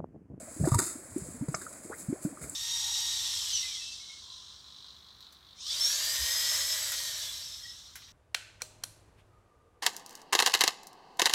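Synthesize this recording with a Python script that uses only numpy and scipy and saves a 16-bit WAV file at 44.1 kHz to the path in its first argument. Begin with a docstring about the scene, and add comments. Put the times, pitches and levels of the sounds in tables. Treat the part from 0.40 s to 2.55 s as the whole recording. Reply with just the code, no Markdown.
"""Boiling mud pit

Outdoors, with the microphone a few metres from the pit. Gas bubbles open with low plops, sines that mostly
glide up; wet films squelch as sliding tones and noise bands, and one snaps as a set of modes. A big burst early
on rings the vent with noise and clear tones, and throws a spray of random impacts. Steam is coloured noise,
hissing steadily and in puffs, over a simmer of small rising sines. The pit walls add a short echo."""
import sys
import numpy as np
from scipy import signal
from scipy.fft import rfft, irfft
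from scipy.io import wavfile

SR = 44100
rng = np.random.default_rng(int(sys.argv[2]) if len(sys.argv) > 2 else 0)


def store_wav(level_fs):
    """Save 16-bit WAV to argv[1]."""
    pcm = np.round(np.clip(np.atleast_2d(level_fs), -1, 1) * 32767)
    wavfile.write(sys.argv[1], SR, pcm.T.astype(np.int16))


N = 94815
T = np.arange(N) / SR
GLIDE_S = 0.0137  # time constant of the pitch glide of plops and squelches


def undb(db):
    """Decibels to gain."""
    return 10 ** (np.asarray(db) / 20)


def unit(x):
    """Scale to rms 1."""
    return x / np.sqrt(np.mean(x ** 2))


def noise():
    """White noise, spread 1."""
    return rng.standard_normal(N)


def low_pass(x, order, hz):
    """Remove what lies above a corner frequency."""
    return signal.sosfilt(signal.butter(order, hz, fs=SR, output="sos"), x)


def colour(x, points):
    """Filter by a (hz, level_db) curve that falls 30 dB per octave beyond its ends; rms 1."""
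    hz, db = np.array(points, float).T
    octave = np.log2(np.arange(N // 2 + 1) * SR / N + 1)
    below = np.maximum(np.log2(hz[0]) - octave, 0)
    above = np.maximum(octave - np.log2(hz[-1]), 0)
    gain = undb(np.interp(octave, np.log2(hz), db) - 30 * (below + above))
    return unit(irfft(rfft(x) * gain, N))


def ring(x, hz, width_hz):
    """One resonance, gain 1 at its centre."""
    return signal.lfilter(*signal.iirpeak(hz, hz / width_hz, fs=SR), x)


def envelope(start, swell, decay):
    """A rounded rise, then an exponential fall."""
    age = np.maximum(T - start, 0)
    rise = np.sin(np.pi / 2 * np.minimum(age / swell, 1))
    return rise * np.exp(-np.maximum(age - swell, 0) / decay)


def strength(events):
    """Envelopes of (start_s, level_db, swell_s, decay_s) rows, summed in power."""
    power = sum((undb(db) * envelope(start, swell, decay)) ** 2 for start, db, swell, decay in events)
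    return np.sqrt(power)


def glide(start, from_hz, to_hz):
    """Phase of a cavity whose pitch settles exponentially from one value towards another."""
    age = np.maximum(T - start, 0)
    return 2 * np.pi * (to_hz * age + (from_hz - to_hz) * GLIDE_S * (1 - np.exp(-age / GLIDE_S)))


def wander(rate_hz):
    """Smooth chance with spread 1."""
    return unit(low_pass(noise(), 2, rate_hz))


def rasp(phase, width_hz):
    """A band of noise around a moving pitch; rms 1."""
    in_phase, quadrature = [unit(low_pass(noise(), 4, width_hz / 2)) for _ in range(2)]
    return in_phase * np.sin(phase) + quadrature * np.cos(phase)


def drops():
    """Dense droplet impacts of uneven size, at random moments."""
    drops_per_s, spread_db = 6400, 4
    hit = rng.random(N) < drops_per_s / SR
    size = undb(spread_db * np.minimum(rng.exponential(size=N), 2))
    return hit * noise() * size


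def air():
    """Dull outdoor background: coloured noise whose level wavers slightly."""
    # spectrum of the open air: hz, level_db
    air_colour = [(25, 15), (50, -3.5), (90, 2), (140, -2), (220, -3.5), (310, 0.5), (430, -8.5),
                  (600, 0.5), (780, -10), (1000, -9.5), (1500, -9.5), (2250, -13.5), (2550, -18),
                  (2730, -36.5), (3200, -26.5)]
    level_db, waver_db, waver_hz = -53, 0.62, 12.5
    return undb(level_db) * colour(noise(), air_colour) * undb(waver_db * wander(waver_hz))


def steam():
    """Turbulent steam as noise: a steady, slightly flickering hiss that swells in puffs."""
    # spectrum of the steam: hz, level_db
    steam_colour = [(1650, -49), (2500, -23), (2800, -27), (3400, -32), (3600, -23.5), (4550, -17),
                    (4930, -17.5), (5690, -21.5), (6680, -9), (7600, -2), (8000, -1.5), (8540, -7),
                    (9050, -10.5), (10200, -6), (12200, -22), (13800, -22), (15100, -25), (15800, -21)]
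    # steady hiss, ahead of the spray's colouring: time_s, level_db
    hiss_levels = [(0, -47.5), (.06, -52), (.14, -47.5), (.65, -53.5), (.95, -50), (1.05, -57),
                   (1.15, -48.5), (1.4, -51), (1.7, -52), (1.79, -54), (1.97, -54.5), (2.15, -46.5)]
    # puffs of steam, ahead of the spray's colouring: start_s, level_db, swell_s, decay_s
    puff_events = [(.16, -44, 0.14, 0.32), (.40, -36.5, 0.071, 0.038), (.72, -48, 0.083, 0.15),
                   (1.17, -62, 0.076, 0.049), (1.435, -52, .015, 0.036), (1.572, -43.5, 0.028, 0.04),
                   (1.812, -43, 0.033, 0.045), (2.008, -43.5, 0.026, 0.019), (2.09, -58, 0.015, .06)]
    flicker_db, flicker_hz = 1.0, 38
    steady = undb(np.interp(T, *np.array(hiss_levels).T))
    level = np.hypot(steady, strength(puff_events))
    return colour(noise(), steam_colour) * level * undb(flicker_db * wander(flicker_hz))


def simmer():
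    """Small bubbles ring at random; the higher, the shorter, and above the middle pitch the quieter."""
    bubbles_per_s, middle_hz, range_octaves = 70, 502.7, 1.706  # range to either side
    level_db, range_db, tilt_db_per_octave = -55.5, 8, -6
    peak_cycles, rise_ratio = 2.4, 1.3  # cycles of starting pitch until loudest; final over starting pitch
    out, age = np.zeros(2 * N), T[:N // 16]
    for when, pitch, size in rng.random((int(bubbles_per_s * N / SR), 3)):
        octave = range_octaves * (2 * pitch - 1)
        hz = middle_hz * 2 ** octave
        life = age * hz / peak_cycles
        rising_hz = hz * (rise_ratio + (1 - rise_ratio) * np.exp(-life / 2))
        phase = 2 * np.pi * np.cumsum(rising_hz) / SR
        db = level_db + tilt_db_per_octave * max(octave, 0) + range_db * (2 * size - 1)
        i = int(when * N)
        out[i:i + len(age)] += undb(db) * life * np.exp(1 - life) * np.sin(phase)
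    return out[:N]


def squelches():
    """Tearing films, and the vent's clear rings after gas bursts: a resonance that slides, mostly upward, from
    a clear ring to a rough rasp by event."""
    # wet films, and at .318-.344 s the vent ringing clearly after gas bursts: start_s, start_pitch_hz,
    # end_pitch_hz, level_db, swell_s, decay_s, roughness (0-1)
    squelch_events = [(.002, 540, 608, -45.5, 0.0063, 0.021, 0.74), (.072, 594, 676, -46.5, 0.013, 0.009, 0.6),
                      (.203, 550, 630, -44, 0.0026, 0.0054, 0.7), (.237, 650, 730, -34.5, 0.0039, 0.0054, 0.5),
                      (0.242, 1600, 1910, -42.5, 0.0024, 0.01, 0.95),
                      (.2515, 553, 742, -31.5, 0.0049, 0.014, 0.65), (0.285, 348, 413, -33, .002, 0.0034, 0.1),
                      (.318, 1182, 1205, -29.5, 0.004, 0.0044, 0.3),
                      (.340, 1166, 1184, -28.5, 0.006, 0.0041, 0.23),
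                      (.344, 942, 962, -32.5, 0.0046, .013, 0.07),
                      (0.395, 1420, 1400, -34, 0.0047, 0.0044, 0.35),
                      (1.083, 436, 560, -41, 0.0017, 0.008, 0.9),
                      (1.2135, 1525, 1570, -42, 0.0015, 0.012, 0.8),
                      (1.265, 1300, 1440, -38.5, 0.003, 0.0061, 0.5),
                      (1.446, 250, 393, -40, 0.0062, 0.011, 0.8), (1.498, 301, 462, -39, .007, 0.021, 0.76),
                      (1.723, 355, 426, -40.5, 0.0079, 0.016, 0.77),
                      (1.85, 615, 647, -47, 0.0012, 0.0097, 0.77),
                      (1.757, 480, 760, -49.5, 0.006, 0.012, 0.88),
                      (1.972, 1185, 1260, -45.5, 0.0035, 0.0054, 0.65),
                      (2.008, 480, 559, -46.5, .004, 0.037, 0.85),
                      (2.012, 2035, 2103, -50.5, 0.0045, 0.018, 0.86)]
    rasp_width_hz = 255
    out = np.zeros(N)
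    for start, from_hz, to_hz, db, swell, decay, rough in squelch_events:
        phase = glide(start, from_hz, to_hz)
        clear = np.sqrt(2 * (1 - rough ** 2)) * np.sin(phase)
        tone = clear + rough * rasp(phase, rasp_width_hz)
        out += undb(db) * envelope(start, swell, decay) * tone
    return out


def plops():
    """Each big bubble rings briefly as its pitch glides, and falls silent as it collapses."""
    # big bubbles: start_s, start_pitch_hz, end_pitch_hz, level_db, swell_s, life_s
    bubble_events = [(.027, 212, 310, -38.5, 0.0047, 0.017), (0.164, 228, 376, -38.5, 0.0017, 0.034),
                     (0.197, 112, 120, -31, .006, 0.023), (0.2085, 119, 128, -18.5, 0.0059, 0.016),
                     (0.224, 250, 340, -30, 0.0045, 0.015), (0.2366, 139, 154, -19.5, 0.0017, 0.042),
                     (0.2722, 313, 356, -17, 0.0051, 0.016), (0.3191, 115, 115, -14.5, 0.0036, 0.032),
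                     (0.3466, 84.5, 106, -18.5, 0.013, 0.059), (0.385, 244, 317, -30, 0.0059, 0.021),
                     (0.417, 256, 346, -33, 0.0033, 0.018), (0.552, 208, 349, -34.5, 0.0098, 0.016),
                     (0.718, 89, 98, -41, 0.0042, 0.038), (0.7609, 260, 388, -22, 0.0052, 0.016),
                     (.776, 365, 404, -36, 0.003, 0.034), (0.8164, 143, 172, -34, 0.0098, 0.016),
                     (.855, 462, 527, -47.5, 0.0028, 0.054), (0.8865, 270, 308, -34, 0.0023, 0.009),
                     (.942, 220, 258, -39, 0.0046, 0.059), (1.01, 119, 244, -24.5, 0.0046, 0.014),
                     (1.021, 220, 320, -25.5, 0.0045, 0.036), (1.0858, 143, 151, -23, 0.0026, 0.024),
                     (1.114, 230, 370, -39, 0.002, 0.034), (1.146, 145, 157, -31, 0.0019, 0.011),
                     (1.6847, 125, 248, -23, 0.006, 0.0168), (1.6957, 215, 315, -26, 0.006, 0.038),
                     (1.726, 295, 377, -19.5, 0.0027, 0.011), (1.738, 423, 535, -39.5, 0.0013, 0.033),
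                     (1.85, 196, 249, -19, 0.0029, 0.015), (1.8575, 249, 338, -25, 0.0039, 0.037),
                     (1.926, 235, 323, -36, 0.0026, 0.013), (2.039, 99, 124, -40.5, 0.0077, 0.025)]
    overtone_db, collapse_power = -35, 1.78
    out = np.zeros(N)
    for start, from_hz, to_hz, db, swell, life in bubble_events:
        phase = glide(start, from_hz, to_hz)
        opening = np.sin(np.pi / 2 * np.clip((T - start) / swell, 0, 1))
        remaining = np.clip((start + life - T) / max(life - swell, 1 / SR), 0, 1)
        tone = np.sin(phase) + undb(overtone_db) * np.sin(2 * phase)
        out -= undb(db) * opening * remaining ** collapse_power * tone
    return out


def heaves():
    """Heaving and slumping mud: a dull rumble of low noise."""
    # movements of the mud: start_s, level_db, swell_s, decay_s
    heave_events = [(.19, -35, 0.018, 0.092), (.335, -31.5, 0.011, 0.042), (.8, -47, 0.012, 0.14),
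                    (2.0, -44.5, 0.031, 0.043)]
    # spectrum of the rumble: hz, level_db
    heave_colour = [(48, -8), (66, 2), (95, -7), (130, -1), (280, -10), (400, -14), (600, -26.5)]
    return colour(noise(), heave_colour) * strength(heave_events)


def bursts():
    """Escaping gas rings the hollow of the vent; the soft mud swallows the treble."""
    # gas bursting through, ahead of the treble loss: start_s, level_db, swell_s, decay_s
    burst_events = [(.241, -41, 0.0013, 0.0051), (.271, -29.5, 0.0036, 0.009), (.285, -42, 0.0014, .004),
                    (.317, -34.5, 0.0012, 0.013), (.340, -37, 0.0043, 0.008), (.388, -36.5, 0.0075, 0.026),
                    (1.0835, -47, 0.001, 0.0028)]
    # resonances of the vent: centre_hz, half_width_hz (to 6 dB down), level_db
    vent_modes = [(550, 14, -13), (685, 93, -5.5), (933, 40, 0), (1194, 26, -2.5), (1310, 510, -14)]
    top_hz = 1390
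    gas = noise()
    hollow = np.zeros(N)
    for hz, half_width, db in vent_modes:
        once = ring(gas, hz, 2 * half_width)
        hollow += undb(db) * ring(once, hz, 2 * half_width)
    return low_pass(unit(hollow) * strength(burst_events), 6, top_hz)


def smacks():
    """Thin skins of mud part with a short wet click of noise."""
    # parting skins: start_s, level_db, swell_s, decay_s
    smack_events = [(.249, -46, 0.00055, 0.0053), (1.728, -48.5, 0.0016, 0.0034),
                    (1.853, -48.5, 0.0014, 0.0048), (2.015, -49, .002, .005), (2.037, -42.5, 0.0024, .004)]
    # spectrum of the click: hz, level_db
    smack_colour = [(900, -14), (1450, 3), (1780, -10), (2100, 0), (2450, -7.5), (2750, -34), (3100, -50)]
    return colour(noise(), smack_colour) * strength(smack_events)


def splatter():
    """Thrown mud: showers of droplet impacts, and lone sharp pops of noise."""
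    # showers, ahead of the spray's colouring: start_s, level_db, swell_s, decay_s
    splat_events = [(.251, -37, 0.0028, 0.017), (.274, -38, 0.0024, 0.011), (.285, -33.5, 0.0013, 0.014),
                    (.316, -37.5, 0.00069, 0.04), (.3435, -27, 0.0016, 0.01), (.381, -33, 0.0046, .006),
                    (.3855, -22.5, 0.0063, 0.0033), (.394, -23.5, 0.0026, 0.010),
                    (.415, -32, 0.0068, 0.032), (.464, -35, 0.0058, 0.041), (1.083, -44, 0.0022, 0.015),
                    (1.15, -46.5, 0.0021, 0.084), (1.212, -43, 0.0033, 0.027), (1.325, -45, 0.0033, 0.015),
                    (1.85, -54, 0.003, 0.0086), (2.011, -49, 0.0062, 0.015), (2.0375, -47.5, 0.002, 0.027)]
    # spectrum of the showers: hz, level_db
    splat_colour = [(180, -44), (300, -4), (391, 4.5), (527, -45), (676, -4.5), (798, -33), (958, -17),
                    (1330, -0.5), (1700, -14), (1890, -6.5), (2450, -18.5), (2800, -26), (3250, -38),
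                    (3450, -41), (3570, -12.5), (4300, -14.5), (4950, -10), (5740, -22), (6560, -5.5),
                    (7870, 1), (9140, -10), (10100, -4.5), (12100, -17), (15000, -22), (15800, -27)]
    # lone pops, ahead of the spray's colouring: start_s, level_db, decay_s
    pop_events = [(0.3462, -25.5, 0.002), (.782, -31.5, 0.0019), (2.0961, -30.5, 0.0039)]
    # spectrum of the pops: hz, level_db
    pop_colour = [(3000, -43), (6000, -34), (7500, 11.5), (10500, -5.5), (12500, -9), (15800, -17)]
    pop_swell_s = 0.00062
    pops = sum(undb(db) * envelope(start, pop_swell_s, decay) for start, db, decay in pop_events)
    return colour(drops(), splat_colour) * strength(splat_events) + colour(noise(), pop_colour) * pops


def spray():
    """Splatter and steam together, coloured by narrow resonances."""
    # resonances added to the spray: centre_hz, width_hz, level_db
    spray_rings = [(5060, 160, -3.5), (6710, 40, -1.5), (7150, 61, -4), (7670, 22, -8.5), (8220, 42, 1.5),
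                   (9440, 70, -17), (9970, 66, -10)]
    plain = undb(-1.0) * (splatter() + steam())
    return plain + sum(undb(db) * ring(plain, hz, width) for hz, width, db in spray_rings)


def snap():
    """A taut film rips open unevenly; the quick upward sweep sets off the low modes first."""
    # modes of the snapping bubble: pitch_hz, level_db, swell_s, decay_s
    snap_modes = [(662, -27.5, 0.0011, 0.0041), (1180, -40.5, 0.0018, 0.023), (1243, -24.5, 0.0012, 0.0036),
                  (1374, -31, 0.00094, 0.0057), (1805, -42, .002, 0.0057), (2180, -34, 0.0037, 0.0031),
                  (5120, -29.5, 0.0012, 0.0043), (6300, -32, 0.0029, 0.0044), (7200, -37, .002, 0.0034),
                  (7670, -34, 0.0019, 0.0044)]
    snap_s, sweep_hz_per_s = 1.1428, 2000000
    unevenness = 0.31  # spread of phase in radians, and of level as a share
    out = np.zeros(N)
    for hz, db, swell, decay in snap_modes:
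        start = snap_s + hz / sweep_hz_per_s
        tone = np.sin(2 * np.pi * hz * (T - start) + unevenness * wander(370))
        out -= undb(db) * envelope(start, swell, decay) * tone * (1 + unevenness * wander(360))
    return out


def slurp():
    """Gas pushes through a closing gap: a broad, fuzzy resonance that sweeps upward."""
    # path of the sweep: time_s, centre_hz, level_db
    slurp_path = [(1.497, 550, -54), (1.512, 900, -47.5), (1.525, 1296, -42), (1.538, 1656, -44.5),
                  (1.55, 1950, -57)]
    width_hz = 630
    when, hz, db = np.array(slurp_path).T
    phase = 2 * np.pi * np.cumsum(np.interp(T, when, hz)) / SR
    return np.interp(T, when, undb(db), left=0, right=0) * rasp(phase, width_hz)


def mist():
    """The finest spray, blown out with some puffs: droplet impacts as a very high fizz."""
    # breaths of mist: start_s, level_db, swell_s, decay_s
    mist_events = [(1.53, -53.5, 0.073, 0.04), (1.82, -54, 0.022, 0.032), (2.01, -55, .015, 0.067)]
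    # spectrum of the mist: hz, level_db
    mist_colour = [(8000, -19), (10500, 7), (13000, -1), (15800, -1)]
    return colour(drops(), mist_colour) * strength(mist_events)


def pit(x):
    """The pit walls return one echo from the near side and a short scattered tail."""
    wall_s, wall_db = .0063, -18.5
    tail_db, tail_decay_s = -21, .03
    age = T[:N // 8]
    tail = rng.standard_normal(len(age)) * np.exp(-age / tail_decay_s) * (age > wall_s)
    scattered = signal.fftconvolve(x, tail / np.linalg.norm(tail))[:N]
    echo = np.interp(T - wall_s, T, x, left=0)
    return x + undb(wall_db) * echo + undb(tail_db) * scattered


def scene():
    """Bubbles and films echo in the pit; rumble, spray, mist, simmer and outdoor air reach us directly."""
    in_pit = plops() + squelches() + slurp() + smacks() + bursts() + snap()
    mix = pit(in_pit) + heaves() + mist() + spray() + air() + simmer()
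    return mix[None]  # one channel


def record(dry):
    """The microphone thins the deepest bass and cuts the top."""
    bass_hz, top_hz = 43, 15850
    bass_cut = signal.butter(3, bass_hz, "high", fs=SR, output="sos")
    thin = signal.sosfiltfilt(bass_cut, dry, padtype="even", padlen=N // 10)
    return signal.sosfilt(signal.ellip(10, .2, 80, top_hz, fs=SR, output="sos"), thin)


dry = scene()
out = record(dry)
store_wav(out)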